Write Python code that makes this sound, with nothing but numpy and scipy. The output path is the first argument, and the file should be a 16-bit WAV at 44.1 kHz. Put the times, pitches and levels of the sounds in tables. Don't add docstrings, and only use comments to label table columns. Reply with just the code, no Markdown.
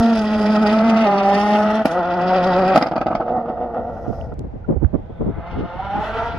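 import sys
import numpy as np
from scipy import signal
from scipy.fft import rfft, irfft, next_fast_len
from scipy.io import wavfile
from scipy.ndimage import uniform_filter1d

SR = 44100
rng = np.random.default_rng(int(sys.argv[2]) if len(sys.argv) > 2 else 0)


def pcm_store(signal):
    levels = np.round(np.clip(np.atleast_2d(signal), -1, 1) * 32767)
    wavfile.write(sys.argv[1], SR, levels.astype(np.int16).T)


def boost(x):
    u = np.asarray(x, float) / 20
    return 10 ** u


N = 281358

# start_s, firing_hz, level_db, tailpipe_towards_us (0-1)
GEAR_PULLS = [
    [(0.0, 228.8, -20.5, 0.6), (0.12, 229.7, -20.5, 0.31), (0.17, 220.3, -23, 0.56),
     (0.24, 212.3, -22, 0.24), (0.44, 212.1, -19, 0.3), (0.53, 214.8, -17.5, 0.05),
     (0.565, 206.8, -18, 0.62), (0.61, 219.6, -19, 0.2), (0.65, 208.3, -18.5, 0.55),
     (0.86, 226.1, -21.5, 0.86), (1.035, 222.9, -22, 1), (1.07, 202.2, -19.5, 0.81),
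     (1.24, 196, -21.5, 0.65), (1.35, 200.8, -18.5, 0.7), (1.42, 204.3, -20, 0.42), (1.55, 210, -20, 0.87),
     (1.82, 217.7, -24.5, 1), (1.838, 210.8, -40, .95), (1.85, 208, -37, .95)],
    [(1.875, 170, -30.5, .9), (1.91, 158.7, -26.5, 1), (1.978, 185.1, -24.5, 0.99),
     (2.026, 167.2, -25, 0.95), (2.07, 182.1, -26.5, 0.97), (2.124, 174.5, -24, 0.97),
     (2.16, 181.9, -23, 0.53), (2.2, 173.8, -21.5, 0.8), (2.25, 185.1, -21, 0.6),
     (2.31, 180.9, -21.5, 0.96), (2.37, 188.7, -20.5, 0.88), (2.434, 176.2, -19, .7),
     (2.478, 191.5, -19.5, 0.71), (2.528, 176.2, -18.5, 0.72), (2.598, 191, -20, 0.76),
     (2.65, 182.6, -18, 0.61), (2.694, 190, -20.5, 0.92), (2.755, 183.3, -21.5, 0.98)],
]
# pitch_hz, level_db
TALL_GEAR_BARK = [(780, -6.5), (870, 5.5), (930, -4), (1050, -8), (1300, -4), (1450, -8), (1650, -27),
                  (1780, -23), (1900, -10.5), (2100, -26.5), (2600, -39.5), (4000, -68)]
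# pitch_hz, level_db (per Hz)
HISS_COLOUR = [(1500, -24), (1900, -9), (2700, -6.5), (3400, -11.5), (4300, -17.5), (4800, -13.5),
               (5400, -17), (6000, -21), (7000, -30), (7900, -34), (9300, -31.5), (11200, -36.5),
               (11700, -44), (15500, -49)]
TURNED_AWAY_DB = -13
TURNED_AWAY_BARK = 0.63


def near_car(mix):
    # pitch_hz, level_db
    boom = [(172, -5.5), (186, -4), (200, -3.5), (228, 7.5)]
    # pitch_hz, level_db
    mouth = [(345, -7), (385, -2), (440, -9), (520, -5.5), (570, 3), (650, 2), (810, 4.5), (885, -6.5)]
    # pitch_hz, level_db
    first_bark = [(780, -7.5), (900, -1), (1000, -3), (1070, -13.5), (1180, -6.5), (1300, -5), (1500, -13),
                  (1680, -27), (1860, -8.5), (1960, -16), (2040, -13.5), (2150, -42), (2600, -39),
                  (4000, -71.5)]
    first, taller = GEAR_PULLS
    add(mix, *engine(first, boom + mouth, first_bark, half_db=-22.5, roar_db=-3.5, bark_db=-6.5,
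                     clear=1.0, jitter=0.0065))
    add(mix, *engine(taller, boom + mouth, TALL_GEAR_BARK, half_db=-26.0, roar_db=-5.0, bark_db=-3.5,
                     clear=0.92, jitter=0.013, low_flutter_db=2.0))
    add(mix, *gas(first, under_db=-14.0, treble_db=(-21, -28), follow=0.095))
    add(mix, *gas(taller, under_db=-17.5, treble_db=(-40, -29), follow=0.5))
    wheelspin = [(1.2, -66), (1.27, -40), (1.38, -34.5), (1.58, -40), (1.7, -66.5)]  # start_s, level_db
    add(mix, *hiss(*curve(wheelspin), treble_db=(-22, -21)))
    boost_off = [(1.855, -43), (1.93, -45), (1.99, -65.5)]  # start_s, level_db
    add(mix, *hiss(*curve(boost_off), treble_db=(-13, -15)))
    add(mix, *scrapes())
    backfires(mix)
    add(mix, *overrun())


def engine(rows, tailpipe, bark_colour, half_db, roar_db, bark_db, clear, jitter,
           thin_hz=150, low_flutter_db=2.5):
    t, hz, level_db, aim = curve(rows)
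    size = len(t)
    hz = uniform_filter1d(hz, size=700)
    loss_db = TURNED_AWAY_DB * (1 - aim)
    turns = np.cumsum(hz * (1 + jitter * wander(size, span=0.0091))) / SR

    def order(k, flutter_db):
        drift = 0.14 * wander(size, span=0.074)
        flutter = boost(flutter_db * wander(size, span=0.011))
        return np.sqrt(2) * flutter * np.cos(2 * np.pi * (k * turns + rng.random() + drift))

    low = np.zeros(size)
    for k, loss_share in ((1, 0), (2, 0.25), (3, 1), (4, 1)):
        order_db = level_db + read(tailpipe, k * hz) + loss_share * loss_db
        low += boost(order_db) * order(k, 1.2 if k == 1 else low_flutter_db)
    halves = sum(order(k + 0.5, flutter_db=2.0) for k in (1, 2, 3))

    puff = 0.21 + np.exp(-(turns % 1) / 0.62)
    roar = evened(pipe(puff * rng.standard_normal(size)))
    roar = signal.sosfilt(signal.butter(2, thin_hz, "high", fs=SR, output="sos"), roar)

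    upper = evened(sum(boost(read(bark_colour, k * hz)) * order(k, flutter_db=3.7) for k in range(5, 14)))
    rasp = coloured(puff * rng.standard_normal(size), bark_colour)
    edge = evened(sum(boost(read(HISS_COLOUR, k * hz)) * np.cos(2 * np.pi * (k * turns + rng.random()))
                      for k in range(9, 26)))
    edge = edge * boost(2.2 * wander(size, span=0.036))
    bark = clear * upper + 0.44 * rasp + 0.055 * edge

    sound = low + boost(level_db + half_db) * halves
    sound += boost(level_db + loss_db) * boost(roar_db) * roar
    sound += boost(level_db + bark_db + TURNED_AWAY_BARK * loss_db) * bark
    return t[0], sound * signal.windows.tukey(size, 0.0083 / (t[-1] - t[0]))


def pipe(x):
    # pitch_hz, width_hz, level_db
    resonances = [(244, 135, 3), (504.4, 17, -2.5), (643, 110, 4.5), (739, 62, 7), (1232, 183, 2.5),
                  (1780, 100, -27.5)]
    out = np.zeros(len(x))
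    for hz, width, db in resonances:
        r = np.exp(-np.pi * width / SR)
        ring = signal.lfilter([1, 0, -1], [1, -2 * r * np.cos(2 * np.pi * hz / SR), r * r], x)
        out += boost(db) * (1 - r) * ring
    return signal.sosfilt(signal.butter(4, 2300, fs=SR, output="sos"), out)


def gas(rows, under_db, treble_db, follow):
    t, hz, level_db, aim = curve(rows)
    level_db = level_db + follow * (level_db - level_db.max())
    turns = np.cumsum(hz * (1 + 0.022 * wander(len(t), span=0.013))) / SR
    loss_db = TURNED_AWAY_BARK * TURNED_AWAY_DB * (1 - aim)
    start, sound = hiss(t, level_db + under_db + loss_db, treble_db)
    return start, sound * evened(1 + 0.6 * np.cos(2 * np.pi * turns))


def hiss(t, level_db, treble_db):
    size = len(t)
    x = coloured(rng.standard_normal(size), HISS_COLOUR)
    dull = signal.sosfiltfilt(signal.butter(3, 5600, fs=SR, output="sos"), x)
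    low = signal.sosfiltfilt(signal.butter(3, 3100, fs=SR, output="sos"), x)
    flicker_db = 1.9 * wander(size, span=0.008)
    body = low * boost(3.6 * wander(size, span=0.04))
    body += (dull - low) * boost(3.4 * wander(size, span=0.007))
    near_db = np.linspace(*treble_db, size)
    treble = (x - dull) * boost(near_db + 22.0 + 2.0 * wander(size, span=0.02) + 0.7 * flicker_db)
    return t[0], (body + treble) * boost(level_db + flicker_db)


def scrapes():
    # start_s, peak_db, length_s
    bursts = [(0.097, -34.5, 0.014), (0.173, -32, 0.014), (0.413, -35, 0.014), (0.549, -32.5, 0.018),
              (0.667, -27, 0.0094), (0.724, -32.5, 0.017), (0.8924, -27.5, 0.019), (0.969, -32, 0.018),
              (1.229, -35, 0.014), (1.388, -36.5, 0.011), (1.476, -35, 0.016), (1.53, -35.5, 0.016),
              (1.708, -41.5, 0.015), (1.76, -38, 0.017), (2.215, -40.5, 0.011), (2.332, -42, 0.011),
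              (2.437, -36.5, 0.014), (2.468, -38, .014), (2.676, -33.5, .016)]
    t = np.arange(0, GEAR_PULLS[1][-1][0], 1 / SR)
    shape = sum(boost(db + 1.5) * np.exp(-((t - s - length / 3) / (length / 2)) ** 2)
                for s, db, length in bursts)
    return 0, shape * coloured(rng.standard_normal(len(t)), HISS_COLOUR[1:])


def backfires(mix):
    # start_s, peak_db, crack_db, second_charge (0-1), extra_treble_db
    explosions = [(1.853, 1.5, -15.5, 0.22, 4), (2.738, -9.5, -33.5, 0.2, 0), (2.746, -21, -29, .1, 2),
                  (2.757, 4.5, -12.5, 0.4, 2), (2.7738, 0.5, -13.5, 0.23, 1), (2.81, -6, -23.5, 0.3, -8),
                  (2.822, -1.5, -14.5, 0.32, -5.5), (2.858, -8.5, -37, 0.3, -3), (2.867, -12, -24, .6, -9),
                  (2.911, -13.5, -35, .1, -8), (2.917, -8, -32.5, 0.6, -8), (2.961, -4, -25.5, 0.7, -12),
                  (3.011, -5.5, -26.5, 0.5, -9), (2.978, -15, -32.5, .1, -11), (3.059, -12.5, -38, .1, -10),
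                  (3.082, -13, -33, 0, -6), (3.065, -4, -25.5, 0.3, -8.5), (3.101, -15, -47, 0.5, -10),
                  (3.111, -7, -35, 0.8, -11), (3.149, -3.5, -23, 0.27, -1.5), (3.204, -7.5, -40, 0.8, -10),
                  (3.277, -14, -39, 0.3, -10), (3.455, -16, -57, 0.2, -10), (3.484, -25, -47.5, 0.7, -5),
                  (3.536, -22.5, -60, 0, -11), (3.571, -19.5, -60, 0.4, -11), (3.699, -21.5, -57, 0.1, -9),
                  (3.742, -18, -46.5, 0.5, -10), (3.849, -21, -59.5, 0, -8), (3.895, -21.5, -56, 0, -8),
                  (3.964, -20, -57, 0.3, -12), (4.048, -22.5, -58, 0.4, -10), (4.072, -27.5, -53, 0.5, -10),
                  (4.127, -20.5, -65, 0.2, -10), (4.319, -22.5, -59, 0, -13)]
    for row in explosions:
        add(mix, *volley(*row))


def volley(s, peak_db, crack_db, second, extra_db):
    spit_s, second_charge_s = 0.006, 0.0155
    gear_change = s < 2
    second_db = 20 * np.log10(abs(second) + 1e-3)
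    treble_db = -27 * np.clip(s - 2.8, 0, 0.5) + 4 * gear_change + extra_db
    out = np.zeros(11000)
    add(out, *pop(0, peak_db - 1.5 + second_db, crack_db - 5.0 + second_db, treble_db))
    add(out, *pop(spit_s, peak_db, crack_db, treble_db, thin_hz=60 if gear_change else 420,
                  burn_s=np.clip(0.03 + 0.12 * second, 0.02, 0.09), shove=4.5 if gear_change else 2.2))
    add(out, *pop(spit_s + second_charge_s, peak_db + second_db, crack_db + 2.0 * second_db, treble_db))
    return s - spit_s, out


def pop(s, peak_db, crack_db, treble_db, thin_hz=420, burn_s=0.063, shove=2):
    # pitch_hz, level_db (per Hz)
    crack_colour = [(1200, -37), (1900, -1), (2300, -8), (3400, -15), (4300, -19), (4800, -13), (5400, -19),
                    (6200, -26.5), (8000, -34.5), (11000, -33.5), (15500, -40.5)]
    t = np.arange(6600) / SR
    burn = rng.standard_normal(len(t)) * boost(-60 * t / burn_s) * np.minimum(t / 0.0022, 1)
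    push = np.sin(np.pi * np.minimum(t / 0.0015, 1)) ** 2
    blast = pipe(uniform_filter1d(3.2 * burn, size=22, origin=10) + shove * push)
    blast = signal.lfilter(*signal.butter(1, thin_hz, "high", fs=SR), blast)
    top = [(hz, db + treble_db) for hz, db in crack_colour[8:]]
    crack = coloured(rng.standard_normal(len(t)), crack_colour[:8] + top)
    crack = crack * np.minimum(t / 0.003, 1)
    crack = crack * (boost(-60 * t / 0.022) + 0.013 * boost(-60 * t / 0.32))
    return s + 0.001, boost(peak_db - 2.5) * blast / abs(blast).max() + boost(crack_db + 2.5) * crack


def overrun():
    # start_s, half_width_s, lift_db
    surges = [(3.3, 0.046, 6.5), (3.379, 0.039, 9.5), (3.502, 0.024, 9.5), (3.629, 0.042, 7),
              (3.78, .04, 9), (3.877, .05, 3), (4.324, 0.0063, 10.5)]
    # pitch_hz, level_db (per Hz)
    burble_colour = [(59, -45), (100, -26), (146, -12), (232, -5.5), (327, -10), (369, -4.5), (403, -23),
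                     (478, 1.5), (529, -2), (736, 2.5), (1100, -50.5), (1430, -59), (2420, -120)]
    t = np.arange(3.16, 4.37, 1 / SR)
    since, lift_db = t - t[0], humps(t, surges)[0]
    burble_db = -28 - 5 * since + lift_db
    bark_db = burble_db - 10 - 3.5 * since
    hz = 234 - 6.0 * since + lift_db
    count = np.floor(np.cumsum(hz * (1 + 0.039 * wander(len(t), span=0.0092))) / SR)
    strength = np.where(count % 2, 0.35, 1) * boost(2.5 * rng.standard_normal(len(t)))
    fired = np.diff(count, prepend=0) * strength
    for size in (31, 53, 89):
        bounce = np.r_[1, np.zeros(size), -0.6]
        fired = signal.lfilter(bounce[::-1], bounce, fired)
    drive = evened(fired - fired.mean()) + 0.9 * rng.standard_normal(len(t))
    sound = boost(burble_db) * coloured(drive, burble_colour)
    sound += boost(bark_db) * coloured(drive, TALL_GEAR_BARK)
    sound += hiss(t, bark_db - 27 + 0.29 * lift_db, treble_db=(-45, -45))[1]
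    return t[0], sound * np.clip(np.minimum(since / 0.02, (t[-1] - t) / 0.12), 0, 1)


def second_car(mix):
    # start_s, firing_hz, level_db, tailpipe_towards_us (0-1)
    climb = [(4.9, 164.4, -62.5, 0.62), (5.3, 168.1, -45.5, 0.82), (5.45, 170.9, -36, 0.8),
             (5.52, 176.8, -35.5, 0.78), (5.63, 172.5, -38, 0.89), (5.69, 177.7, -37, 0.98),
             (5.73, 174.9, -38, 1), (5.8, 189.9, -33, 0.76), (5.85, 194.6, -31, 0.69),
             (5.9, 198.9, -30, 0.51), (5.97, 207.1, -29, 0.76), (6.06, 216.2, -27, 0.93),
             (6.13, 220.1, -28, 0.9), (6.19, 228.1, -25, 0.93), (6.27, 233.7, -24.5, 0.5),
             (6.38, 225.7, -35.5, 0.93)]
    # pitch_hz, level_db
    mouth = [(200, -14), (390, -18.5), (460, -7), (560, -3.5), (650, -1), (710, 1), (825, 10), (862, -7),
             (900, -3.5), (925, -3)]
    # pitch_hz, level_db
    far_bark = [(780, -10), (900, 4), (1050, -6.5), (1200, -13), (1400, -4.5), (1600, -13), (1800, -26.5),
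                (2100, -12), (2600, -25.5), (4000, -70)]
    # start_s, level_db
    far_hiss_rows = [(4.9, -80.5), (5.3, -72), (5.5, -53.5), (5.9, -48.5), (6.05, -43.5), (6.28, -44.5),
                     (6.38, -51)]
    # pitch_hz, level_db (per Hz)
    far_hiss_colour = [(2300, -3.5), (3010, -1.5), (3990, -10.5), (4700, -15), (5400, -21.5), (6000, -20.5),
                       (6600, -35), (7550, -48.5)]
    # start_s, level_db
    turbo_rows = [(4.8, -88), (5.0, -70.5), (5.2, -67.5), (5.45, -70.5), (5.7, -71)]
    # pitch_hz, level_db (per Hz)
    turbo_colour = [(2500, -21), (3150, -3), (3400, 2), (3750, -8), (4400, -32.5)]
    # start_s, level_db
    near_top_rows = [(5.5, -91), (5.9, -77.5), (6.05, -63), (6.27, -66), (6.38, -80)]
    # pitch_hz, level_db (per Hz)
    near_top_colour = [(5000, -11.5), (6200, -2), (7200, -7), (9000, -9.5), (9800, -16), (11500, -10),
                       (12500, -23), (14500, -20), (15500, -27)]
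    start, sound = engine(climb, mouth, far_bark, half_db=-33.5, roar_db=-0.5, bark_db=2.5,
                          clear=0.63, jitter=0.016, thin_hz=480, low_flutter_db=4.5)
    add(mix, start, sound * boost(-1.5))
    add(mix, start + 0.055, sound * boost(-11.5))
    add(mix, *whine(far_hiss_rows, [(1800, -14)] + far_hiss_colour, patchy_db=2.0))
    add(mix, *whine(turbo_rows, turbo_colour))
    add(mix, *whine(near_top_rows, near_top_colour, patchy_db=2.4))


def high_swell():
    # start_s, level_db
    swell_rows = [
        (3.75, -83),
        (3.95, -68.5),
        (4.2, -64.5),
        (4.32, -77),
    ]
    # pitch_hz, level_db (per Hz)
    swell_colour = [(3000, -12.5), (4400, -8.5), (5300, -1), (6500, -9), (7600, -20), (10300, -22),
                    (11500, -11.5), (12500, -24)]
    return whine(swell_rows, swell_colour)


def whine(rows, colour, patchy_db=1.3):
    t, level_db = curve(rows)
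    gain = boost(level_db + patchy_db * wander(len(t), span=0.02))
    return t[0], coloured(rng.standard_normal(len(t)), colour) * gain


def ports(x):
    # pitch_hz, likeness (0-1)
    likeness = [(60, .6), (200, .994), (500, .96), (800, .975), (1300, .9), (1700, .65), (2400, .5),
                (2750, .7), (4500, .55), (6400, .25), (8600, .4), (12000, .25)]
    # pitch_hz, difference_db
    lean = [(100, 0), (300, 0), (1500, -1), (2000, 3), (3000, -1), (4400, -3), (4800, -10), (5500, -9),
            (6500, -1), (8600, 0), (11000, -7)]
    # pitch_hz, phase_rad
    lead = [(1500, 0), (1750, .7), (2250, .7), (2450, -2.5), (2900, -.7), (4500, -.3), (4900, .8),
            (6000, 1.6), (7000, 0)]
    # pitch_hz, level_db
    shared_colour = [(1200, 0), (1400, 1.5), (1850, 0), (2040, 0), (2140, -4), (2260, -2.5), (2380, -1.5),
                     (2470, 3), (2620, 2), (3000, -1), (3400, 2), (3800, 0.5), (11200, -1), (11800, -3)]
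    size = next_fast_len(N + SR)
    hz = np.fft.rfftfreq(size, 1 / SR)
    t = np.arange(12000) / SR
    noise = rng.standard_normal((3, 2, len(t)))
    tail = boost(-60 * t / 0.1) + 0.15 * boost(-60 * t / 0.45)
    scatter = noise * boost(-60 * t / 0.035) + uniform_filter1d(noise, size=7) * tail
    scatter = rfft(scatter, size)
    scatter = scatter / np.sqrt(uniform_filter1d(abs(scatter) ** 2, size=4000))
    turn = np.pi * (np.arange(N) / SR / 0.35 / 3 + np.c_[:3] / 3)
    scattered = (rfft(x * np.sqrt(2 / 3) * np.cos(turn), size)[:, None] * scatter).sum(0)
    same = np.clip(read(likeness, hz), 0, 1)
    side = np.array([[0.5], [-0.5]])
    direct = rfft(x, size) * np.sqrt(same) * np.exp(1j * side * read(lead, hz))
    gain = boost(side * read(lean, hz) + read(shared_colour, hz))
    return irfft(gain * (direct + np.sqrt(1 - same) * scattered), size)[:, :N]


def wind():
    # start_s, half_width_s, lift_db, left_right_db
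    gusts = [(0.0, 0.0074, 30.5, 5.5), (.3, 0.16, 4.5, -2), (1.1, .2, -6.5, -1), (1.84, 0.082, 5, -1.5),
             (2.25, .2, -3.5, 1), (2.599, 0.085, 5.5, -7), (3.15, .12, 7.5, -2.5), (4.15, 0.11, 3, 2.5),
             (4.84, 0.032, 13.5, -21), (5.26, 0.078, 3, 11), (5.55, 0.05, 2, 6), (6.03, 0.048, 5, 1)]
    # pitch_hz, level_db (per Hz)
    rumble_colour = [(8.8, -36), (15, -15.5), (69, -2), (168, -14), (205, -16.5), (650, -67), (1160, -50),
                     (1540, -48), (1760, -73), (3000, -73), (3900, -99.5), (6600, -120)]
    # start_s, length_s, left_db, right_db
    eddies = [(4.098, 0.046, -43, -16), (4.277, 0.04, -41, -38), (4.328, 0.031, -28, -32),
              (4.405, 0.055, -27.5, -29), (4.455, 0.045, -27.5, -29.5), (4.557, .05, -30.5, -32),
              (4.695, 0.028, -12.5, -19), (4.72, 0.049, -17.5, -14.5), (4.769, 0.022, -51.5, -17.5),
              (4.836, 0.038, -47, -12), (4.949, 0.03, -51, -9.5), (4.991, 0.033, -32, -29),
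              (5.107, 0.024, -29.5, -31), (5.215, 0.037, -17, -19), (5.276, 0.078, -18, -19),
              (5.383, 0.045, -26, -32), (5.561, 0.1, -30.5, -37), (5.6, 0.068, -21, -20.5),
              (5.644, 0.038, -21, -28), (5.757, 0.035, -35, -34.5), (5.961, 0.048, -30, -26),
              (5.988, 0.056, -27, -27), (6.18, 0.046, -34, -38), (6.352, 0.035, -25, -50)]
    # pitch_hz, level_db (per Hz)
    eddy_colour = [(18, -29), (30, -4), (228, 1), (457, -6), (1080, -30), (1220, -32.5), (1660, -44),
                   (2300, -54), (3470, -79), (4000, -100), (5200, -119), (8800, -120)]
    t = np.arange(N) / SR
    lift_db, pan_db = humps(t, gusts)
    noise = rng.standard_normal((3, N))
    rumble = coloured(noise[:2] + 1.5 * noise[2], rumble_colour)
    rumble = rumble * boost([3.3 * wander(N, span=0.06), 2.0 * wander(N, span=0.038)])
    breeze_db = np.interp(t, (3.45, 4.16), (-44, -33))
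    out = rumble * boost(breeze_db + lift_db + np.array([[0.5], [-0.5]]) * (pan_db - 2))
    for at, length, *db in eddies:
        shape = np.hanning(int(1.62 * length * SR))
        shape = shape * boost(2.0 * wander(len(shape), span=0.0031))
        eddy = coloured(rng.standard_normal((2, 8192)), eddy_colour)[:, :len(shape)] * shape
        eddy = eddy / np.sqrt((eddy ** 2).mean(1, keepdims=True))
        add(out, at - 0.8 * length, eddy * boost(np.c_[db] - 4.0))
    return out


def ticks():
    # start_s, peak_db, left_right_db, pitch_hz, t60_s
    knocks = [(4.212, -41.5, -35, 2900, 0.0065), (4.341, -34, 7, 5141, 0.0004),
              (4.393, -25, 29, 5030, 0.00032), (4.643, -39, -28, 1405, 0.04),
              (4.764, -20.5, -41.5, 76, 0.066), (4.837, -16, -38, 59.4, 0.091),
              (4.847, -23.5, -25, 1330, 0.0049), (4.944, -14.5, -31, 252, 0.029),
              (4.971, -23, -19, 95, .08), (4.685, -32, -2, 704, 0.0095), (4.446, -37, -1, 702, 0.01),
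              (5.264, -30, -6, 803, 0.015)]
    out, t = np.zeros((2, N)), np.arange(3000) / SR
    for s, db, pan_db, hz, t60 in knocks:
        attack = np.minimum(t / max(0.42 / hz, t60 / 7), 1)
        ring = boost(db - 60 * t / t60) * np.sin(2 * np.pi * hz * t) * attack
        add(out, s, ring * boost([[pan_db / 2], [-pan_db / 2]]))
    return out


def forest_air():
    # pitch_hz, level_db (per Hz)
    air_colour = [(200, -9), (500, -2.5), (800, -4.5), (1100, -20.5), (2000, -25), (3400, -39),
                  (6000, -47.5), (9500, -65), (15500, -70.5)]
    return boost(-43.5) * coloured(rng.standard_normal((2, N)), air_colour)


def evened(x):
    return x / np.sqrt(np.mean(x ** 2) + 1e-20)


def read(points, hz):
    f, value = np.transpose(points)
    return np.interp(np.log(hz + 1), np.log(f + 1), value)


def coloured(x, colour):
    size = x.shape[-1]
    return evened(irfft(rfft(x) * boost(read(colour, np.fft.rfftfreq(size, 1 / SR))), size))


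def wander(size, span):
    width = max(int(span * SR), 2)
    return evened(uniform_filter1d(uniform_filter1d(rng.standard_normal(size), width), width))


def curve(rows):
    s, *columns = np.transpose(rows)
    t = np.arange(s[0], s[-1], 1 / SR)
    return t, *(np.interp(t, s, c) for c in columns)


def humps(t, rows):
    return sum(np.exp(-((t - s) / width) ** 2) * np.c_[height] for s, width, *height in rows)


def add(mix, s, sound):
    part = mix[..., round(s * SR):][..., :sound.shape[-1]]
    part += sound[..., :part.shape[-1]]


def scene():
    cars = np.zeros(N)
    near_car(cars)
    second_car(cars)
    add(cars, *high_swell())
    return ports(cars) + wind() + ticks() + forest_air()


def roll_off(x):
    return signal.sosfilt(signal.butter(12, 15700, fs=SR, output="sos"), x)


def record(dry):
    mix = dry / (1 + abs(dry) ** 6) ** (1 / 6)
    return roll_off(mix)


dry = scene()
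out = record(dry)
pcm_store(out)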